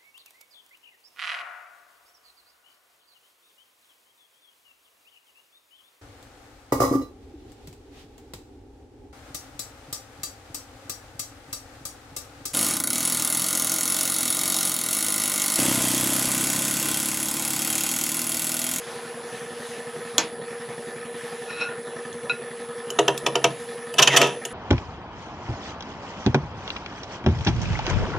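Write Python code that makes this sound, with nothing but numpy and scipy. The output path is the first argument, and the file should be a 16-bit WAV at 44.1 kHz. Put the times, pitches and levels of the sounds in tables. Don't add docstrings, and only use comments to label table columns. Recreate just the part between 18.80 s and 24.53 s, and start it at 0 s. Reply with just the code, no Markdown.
import sys
import numpy as np
from scipy import signal
from scipy.io import wavfile
from scipy.ndimage import uniform_filter1d

SR = 44100
rng = np.random.default_rng(int(sys.argv[2]) if len(sys.argv) > 2 else 0)


def waveform_to_disk(signal):
    frames = np.transpose(np.atleast_2d(signal))
    scaled = np.clip(frames, -1, 1) * 32767
    samples = np.round(scaled).astype(np.int16)
    wavfile.write(sys.argv[1], SR, samples)


N = 252693

SPINDLE_HZ, ROTOR_HZ = 11.0, 13.1
THUMP_TURN = 0.76

# (frequency [Hz], level [dB], t60 [s])
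GOUGE_MODES = [(690, -20, .06), (1007, -22, .08), (1425, -1, .12), (2480, -7, .05), (2525, 0, .12),
               (2635, -4, .12), (3920, -5, .08), (4090, -17, .1), (5470, -16, .07)]
# (frequency [Hz], level [dB], t60 [s])
BED_BANDS = [(150, -46, .2), (320, -8, 0.59), (930, -1.5, 0.11), (2240, -7, 0.26), (4030, -16.5, 0.28),
             (6940, 5.5, 0.016), (8300, -12, 0.036), (15000, -7, 0.015)]
# (frequency [Hz], level [dB], t60 [s])
BLANK_MODES = [(315.8, -2.5, 0.17), (400, 7.5, 0.11), (489.4, 4, 0.094), (591, 1.5, 0.072),
               (632, -6.5, 0.21), (689.7, 8.5, 0.072), (756, -9.5, 0.23), (884, 1.5, 0.067),
               (950, 0.5, 0.12), (1240, 6.5, 0.026)]
# (frequency [Hz], level [dB], t60 [s])
EDGE_MODES = [(1150, -8, 0.016), (1880, 2, 0.02), (2180, 11.5, 0.0039), (2710, 13.5, 0.01),
              (3120, 5.5, 0.022), (2890, -19, 0.091), (3393, 9, 0.009), (5860, 17, 0.0017)]
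# (frequency [Hz], level [dB], t60 [s])
SPLINTER_BANDS = [(403, -22, 0.82), (1140, -1.5, 0.055), (1950, -10.5, 0.092), (2980, 6.5, 0.038),
                  (3780, -18, 0.078), (6050, -3.5, 0.0066), (8000, -27.5, 0.07), (11200, -24, 0.022),
                  (14100, -28.5, 0.02)]


def amp(db):
    return 10 ** (np.asarray(db) / 20)


def evened(x):
    return x / np.sqrt(np.mean(x ** 2) + 1e-20)


def read(points, hz):
    f, value = np.transpose(points)
    return np.interp(np.log(hz + 1), np.log(f + 1), value)


def curve(rows, axis=1):
    rows = np.array(rows)
    return np.interp(np.arange(N) / SR, rows[:, 0], rows[:, axis], -150, -150)


def ring(modes, shift=1, spread_db=0, rise=0.67):
    t = np.arange(SR // 3)[:, None] / SR
    hz, db, t60 = np.transpose(modes)
    swell = 1 - np.exp(-t * hz / max(rise, .01))
    decay = amp(db + spread_db - 60 * t / t60)
    return (swell * decay * np.sin(2 * np.pi * hz * shift * t)).sum(1)


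def dense(bands, tilt_db=0):
    f, db, t60 = np.transpose(bands)
    hz, t, z = signal.stft(rng.standard_normal(SR // 4), SR, nperseg=128)
    octaves = np.clip(np.log2(hz / 3000 + 1e-3), 0, 1.5)
    level_db = read(np.c_[f, db], hz) + tilt_db * octaves
    fade_db = -60 * t / read(np.c_[f, t60], hz)[:, None]
    return signal.istft(z * amp(level_db[:, None] + fade_db), SR, nperseg=128)[1]


def played(drive, modes, rise=0.62):
    return signal.oaconvolve(drive, ring(modes, rise=rise))[:N]


def bursts(rows, answers, size):
    out = np.zeros(N)
    grits = rng.standard_normal((len(rows), size))
    for (s, db, contact), answer, grit in zip(rows, answers, grits):
        u = np.minimum(np.arange(size) / SR / max(contact, 3 / SR), 1)
        pressure = abs(np.sin(np.pi * u ** 0.8))
        sound = signal.oaconvolve(grit * abs(grit) * pressure, answer)
        part = out[round(s * SR):][:len(sound)]
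        part += amp(db) * sound[:len(part)] / abs(sound).max()
    return out


def clicks(rows, answers):
    return bursts([(s, db, 0) for s, db in rows], answers, size=2)


def noise(spectrum, field_db, patchy_db):
    # (frequency [Hz], correlation [-1..1])
    likeness = [(60, 0.7), (180, 0.98), (550, 0.99), (1650, 0.98), (4970, 0.9), (15000, 0.86)]
    frames, hz = N // 128 + 5, np.fft.rfftfreq(512, 1 / SR)
    a, b, c, d, patches = rng.standard_normal((frames, 257, 5)).T
    patches = uniform_filter1d(patches, size=8, axis=0)
    patches = evened(uniform_filter1d(patches, size=20, axis=1))
    same = np.clip(read(likeness, hz), -1, 1)[:, None]
    left = a + 1j * b
    right = same * left + np.sqrt(1 - same ** 2) * (c + 1j * d)
    z = np.array([left, right])
    z *= amp(read(spectrum, hz)[:, None] + patchy_db * patches)
    return amp(field_db) * evened(signal.istft(z, nperseg=512, noverlap=384)[1][:, :N])


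def turn_since_thump():
    return (np.arange(N) / SR * SPINDLE_HZ - THUMP_TURN) % 1


def motor_hum():
    hum_hz = 471.5
    # (time [s], level [dB])
    hum_level = [(0, -41), (1.6, -38.5), (3, -39), (4.4, -37), (5.73, -40.5)]
    # (offset [Hz], level re hum [dB], shaft angle at the start [turns])
    partners = [(ROTOR_HZ, -6.5, -0.14), (2 * ROTOR_HZ, -18.5, -0.066), (-2 * SPINDLE_HZ, -16, 0.068)]
    t = np.arange(N) / SR
    beat = 1 + sum(amp(db) * np.exp(2j * np.pi * (hz * t + turn)) for hz, db, turn in partners)
    waver = 1 + 0.087 * evened(uniform_filter1d(rng.standard_normal(N), size=2500))
    hum = amp(curve(hum_level)) * waver * (beat * np.exp(2j * np.pi * hum_hz * t)).real
    return np.sqrt(2) * hum


def inverter_whine():
    carrier_hz, drive_hz = 10000.2, 26.27
    # (multiple of the drive frequency [count], level at start [dB], level at end [dB])
    comb = [(-19, -72, -72), (-15, -68, -68), (-13, -69, -69), (-7, -72, -72), (-5, -55, -66),
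            (-3, -59, -58), (-1, -59, -59), (0, -68, -68), (1, -57, -57), (3, -54, -51), (5, -67, -67),
            (7, -73, -73), (11, -67, -67), (19, -71, -71), (21, -68, -68)]
    t = np.arange(N) / SR
    whine = np.zeros(N)
    for k, start_db, end_db in comb:
        sign = (-1) ** ((k + 5) // 4)
        level = amp(start_db + (end_db - start_db) * t / t[-1])
        whine += sign * level * np.cos(2 * np.pi * (carrier_hz + k * drive_hz) * t)
    return np.sqrt(2) * whine


def frame():
    # (frequency [Hz], t60 [s], weight in thump [dB], weight in rattle [dB])
    frame_modes = [(156, 0.021, 16.5, -40), (235.6, 0.12, 2, -38), (768.4, 0.12, -38, -1),
                   (988, 0.073, -19, -4.5), (1280, 0.098, -27, -4), (1755, 0.052, -18, 3),
                   (1811, 0.055, -14.5, -3.5), (3454, 0.065, -21, -8.5), (4240, 0.045, -18.5, -38)]
    # (time [s], level [dB])
    thump_level = [(0, -58), (.2, -48), (2.3, -47), (2.8, -49.5), (3.3, -45.5), (3.7, -47.5), (5.73, -48.5)]
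    turn = turn_since_thump()
    push = (np.diff(turn, prepend=0) < 0) * rng.uniform(0.93, 1.0, N) * rng.choice([-1, 1], N)
    rough = rng.standard_normal(60) * np.hanning(60) * 0.15 + signal.unit_impulse(60)
    push = signal.oaconvolve(push, rough)[:N]
    thump = evened(played(push, [(hz, db, t60) for hz, t60, db, _ in frame_modes], rise=1.26))
    shake = np.exp(-turn / .5) * np.exp(-(4.2 * turn % 1) / .25)
    ticks_per_s = 25 + 900 * shake
    ticks = (rng.random(N) < ticks_per_s / SR) * amp(4. * np.minimum(rng.exponential(1, N), 1.8))
    ticks *= rng.choice([-1, 1], N)
    rattle = evened(played(ticks, [(hz, db, t60) for hz, t60, _, db in frame_modes]))
    return thump * amp(curve(thump_level)) + amp(-45.5) * rattle


def slide():
    # (time [s], level [dB])
    slide_level = [(2.64, -76), (2.705, -35), (2.735, -42), (2.79, -39), (2.82, -29), (2.88, -43),
                   (2.9, -52), (2.93, -57)]
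    slip_s, held_db, free_db_per_s = 2.8, -9, 240
    rub_db = -7
    grit = rng.standard_normal(N) ** 3
    slide_db = curve(slide_level)
    free_db = held_db + free_db_per_s * np.clip(np.arange(N) / SR - slip_s, 0, .2)
    high = evened(np.diff(played(grit, GOUGE_MODES[3:]), prepend=0)) * amp(slide_db)
    low = evened(played(grit, GOUGE_MODES[:3])) * amp(slide_db + free_db)
    rub = evened(signal.oaconvolve(grit, dense(BED_BANDS, -27.0))[:N]) * amp(slide_db + rub_db)
    return high + low + rub


def gouge_taps():
    # (time [s], shaft peak [dB])
    tap_rows = [(2.703, -50), (3.496, -12.5)]
    bed_db = -13
    grip_s, swell_db_per_s, damp_db_per_s = 0.026, 120, 1600
    t = np.arange(SR // 3) / SR
    shaft = ring(GOUGE_MODES[:-1], rise=4.)
    hand_db = swell_db_per_s * np.minimum(t, grip_s) - damp_db_per_s * np.maximum(t - grip_s, 0)
    held = shaft * amp(hand_db)
    taps = clicks(tap_rows, [held] * len(tap_rows))
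    bed_rows = [(s, db + bed_db) for s, db in tap_rows]
    return taps + clicks(bed_rows, [dense(BED_BANDS, -13.0) for _ in tap_rows])


def clacks():
    # (time [s], rest peak [dB])
    clack_rows = [(1.381, -2.5), (3.3278, -34.5)]
    # (frequency [Hz], level [dB], t60 [s])
    rest_modes = [(320, -20, 0.27), (710, -34, 0.38), (950, -18, 0.28), (2360, -21, 0.056),
                  (3400, 7.5, 0.016), (4050, 7, 0.011), (5800, -2, 0.013), (6640, -2, 0.069),
                  (7700, -5, 0.017)]
    bed_db = -1
    rest = clicks(clack_rows, [ring(rest_modes)] * len(clack_rows))
    bed_rows = [(s, db + bed_db) for s, db in clack_rows]
    return rest + clicks(bed_rows, [dense(BED_BANDS) for _ in clack_rows])


def high_spots():
    # (time [s], edge peak [dB], blank peak [dB], contact [s])
    hit_rows = [(4.1018, -22, -29, 0.0043), (4.187, -9, -6.5, 0.0074), (4.2791, -7.5, -6.5, 0.0059),
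                (4.376, -19, -42, 0.0025), (4.462, -10, -13, 0.0071), (4.5526, -10.5, -11.5, 0.0077),
                (4.6409, -3.5, -6.5, 0.0072), (5.1386, -24, -28, 0.0046), (5.1814, -7.5, -20, 0.014),
                (5.1877, -3, -15.5, 0.014), (5.2172, -12, -42, 0.01), (5.221, -3, -33, 0.017),
                (5.272, -4, -25, 0.008), (5.3604, -4.5, -33, 0.019), (5.3693, -4, -37, 0.0088),
                (5.4144, -6.5, -16.5, 0.0035), (5.4688, -25, -19.5, 0.0047), (5.6506, -19, -28, 0.0036)]
    # (frequency [Hz], level [dB], t60 [s])
    stand_modes = [(136.4, 20.5, 0.26), (165.2, 6, 0.44)]
    s, edge_db, blank_db, contact = np.transpose(hit_rows)
    edge_rows = np.c_[s, edge_db, contact]

    chatter_draws = rng.standard_normal((len(s), 2, len(EDGE_MODES)))
    chatter = [ring(EDGE_MODES, 1 + 0.035 * a, 1.9 * b) for a, b in chatter_draws]
    edge = bursts(edge_rows, chatter, size=1000)

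    tilts_db = -2.5 - 0.53 * edge_db - 0.29 * blank_db
    cracks = [dense(SPLINTER_BANDS, tilt) for tilt in tilts_db]
    edge += bursts(edge_rows, cracks, size=1000)

    boom_draws = rng.standard_normal((len(s), 2, len(BLANK_MODES)))
    booms = [ring(BLANK_MODES, 1 + .012 * a, 2.2 * b, rise=2.5) for a, b in boom_draws]
    boom = clicks(np.c_[s, blank_db], booms)

    stand_db = -25.5 + 1.1 * edge_db
    stand = clicks(np.c_[s, stand_db], [ring(stand_modes, rise=3.5)] * len(s))
    return edge + boom + stand


def cut():
    # (time [s], edge and splinter drive [dB], blank level [dB])
    cut_level = [(5.17, -47, -65), (5.192, -41, -23), (5.266, -39, -30.5), (5.28, -19, -58),
                 (5.3, -40.5, -44), (5.34, -24, -21), (5.378, -38.5, -24.5), (5.43, -25.5, -17),
                 (5.62, -66, -66)]
    edge_grit, blank_grit, splinter_grit = rng.standard_normal((3, N)) ** 3
    edge = 1.5 * evened(played(edge_grit, EDGE_MODES))
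    splinter = evened(signal.oaconvolve(splinter_grit, dense(SPLINTER_BANDS))[:N])
    blank = evened(played(blank_grit, BLANK_MODES))
    return (edge + splinter) * amp(curve(cut_level)) + blank * amp(curve(cut_level, axis=2))


def squeal():
    # (time [s], pitch [Hz], level [dB])
    squeal_path = [(5.29, 2250, -44), (5.31, 2100, -27), (5.36, 1800, -24), (5.378, 1650, -40)]
    a, b = uniform_filter1d(rng.standard_normal((2, N)), size=150)
    phase = 2 * np.pi * np.cumsum(curve(squeal_path)) / SR
    tone = ((a + 1j * b) * np.exp(1j * phase)).real
    return evened(tone) * amp(curve(squeal_path, axis=2))


def wash():
    # (frequency [Hz], density [dB per Hz])
    wash_spectrum = [(30, -6), (60, -18), (100, -10.5), (150, 6.5), (230, -26), (320, -17), (420, 2),
                     (650, -7.5), (1250, -9), (2000, -12), (4500, -22.5), (8000, -26.5), (10200, -22.5),
                     (12500, -40.5), (15500, -41)]
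    throb_db = -43 + 3.7 * np.exp(-turn_since_thump() / 0.45)
    return amp(throb_db) * noise(wash_spectrum, 0, patchy_db=3.0)


def rustle():
    # (time [s], level [dB])
    rustle_level = [(0, -45), (.1, -40.5), (.45, -47), (.56, -41.5), (.72, -48), (.87, -39.5), (1.05, -47),
                    (1.3, -44.5), (1.6, -59), (1.77, -48.5), (2.1, -49), (2.3, -54), (2.38, -43.5),
                    (2.63, -45.5), (3, -56), (4.7, -51.5), (4.85, -47), (5.73, -69)]
    # (frequency [Hz], density [dB per Hz])
    cloth_spectrum = [(350, -45), (600, -64), (659, -2.5), (1210, -8.5), (1720, -7), (8990, -20),
                      (10200, -17), (15000, -32.5)]
    return noise(cloth_spectrum, curve(rustle_level), patchy_db=2.5)


def bench(x):
    k = np.arange(400)
    taps = np.diff(rng.standard_normal(400) * np.exp(-k / 31.0) * (k > 30))
    side = signal.oaconvolve(x, taps / np.linalg.norm(taps))[:N]
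    return np.array([side, -side])


def shop(x):
    # (frequency [Hz], t60 [s])
    room_decay = [(150, .3), (500, .3), (2000, .26), (6000, .22), (14000, .14)]
    taps = np.zeros((2, SR // 2))
    at = np.arange(200, SR // 2 - 20, 20)
    at = at + rng.integers(0, 20, len(at))
    taps[:, at] = rng.choice([-1., 1.], len(at)) + .5 * rng.standard_normal((2, len(at)))
    hz, t, z = signal.stft(taps, SR, nperseg=256)
    fade = amp(-60 * t / read(room_decay, hz)[:, None])
    tail = signal.istft(z * fade, SR, nperseg=256)[1]
    return signal.fftconvolve(x[None], tail / np.linalg.norm(tail[0]), axes=1)[:, :N]


def scene():
    knocks = frame()
    tool = slide() + gouge_taps() + clacks() + high_spots() + cut() + squeal()
    near = (tool + knocks) * amp([[-.4], [.4]]) + motor_hum() + inverter_whine() * amp([[-1.5], [1.5]])
    echoes = amp(-7.5) * bench(tool + knocks)
    far = amp(-13.5) * shop(tool) + amp(-13) * shop(knocks)
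    return near + wash() + rustle() + echoes + far


def record(dry):
    low_cut_hz, droop_hz, band_limit_hz = 125, 13200, 16400
    thin = signal.sosfilt(signal.butter(3, low_cut_hz, "high", fs=SR, output="sos"), dry)
    thin = signal.sosfilt(signal.butter(4, droop_hz, fs=SR, output="sos"), thin)
    soft = np.sign(thin) * np.tanh(abs(thin) ** 3) ** (1 / 3)
    limit = signal.firwin(511, band_limit_hz, window=("kaiser", 9), fs=SR)
    return signal.oaconvolve(soft, limit[None], "same")


dry = scene()
out = record(dry)
waveform_to_disk(out)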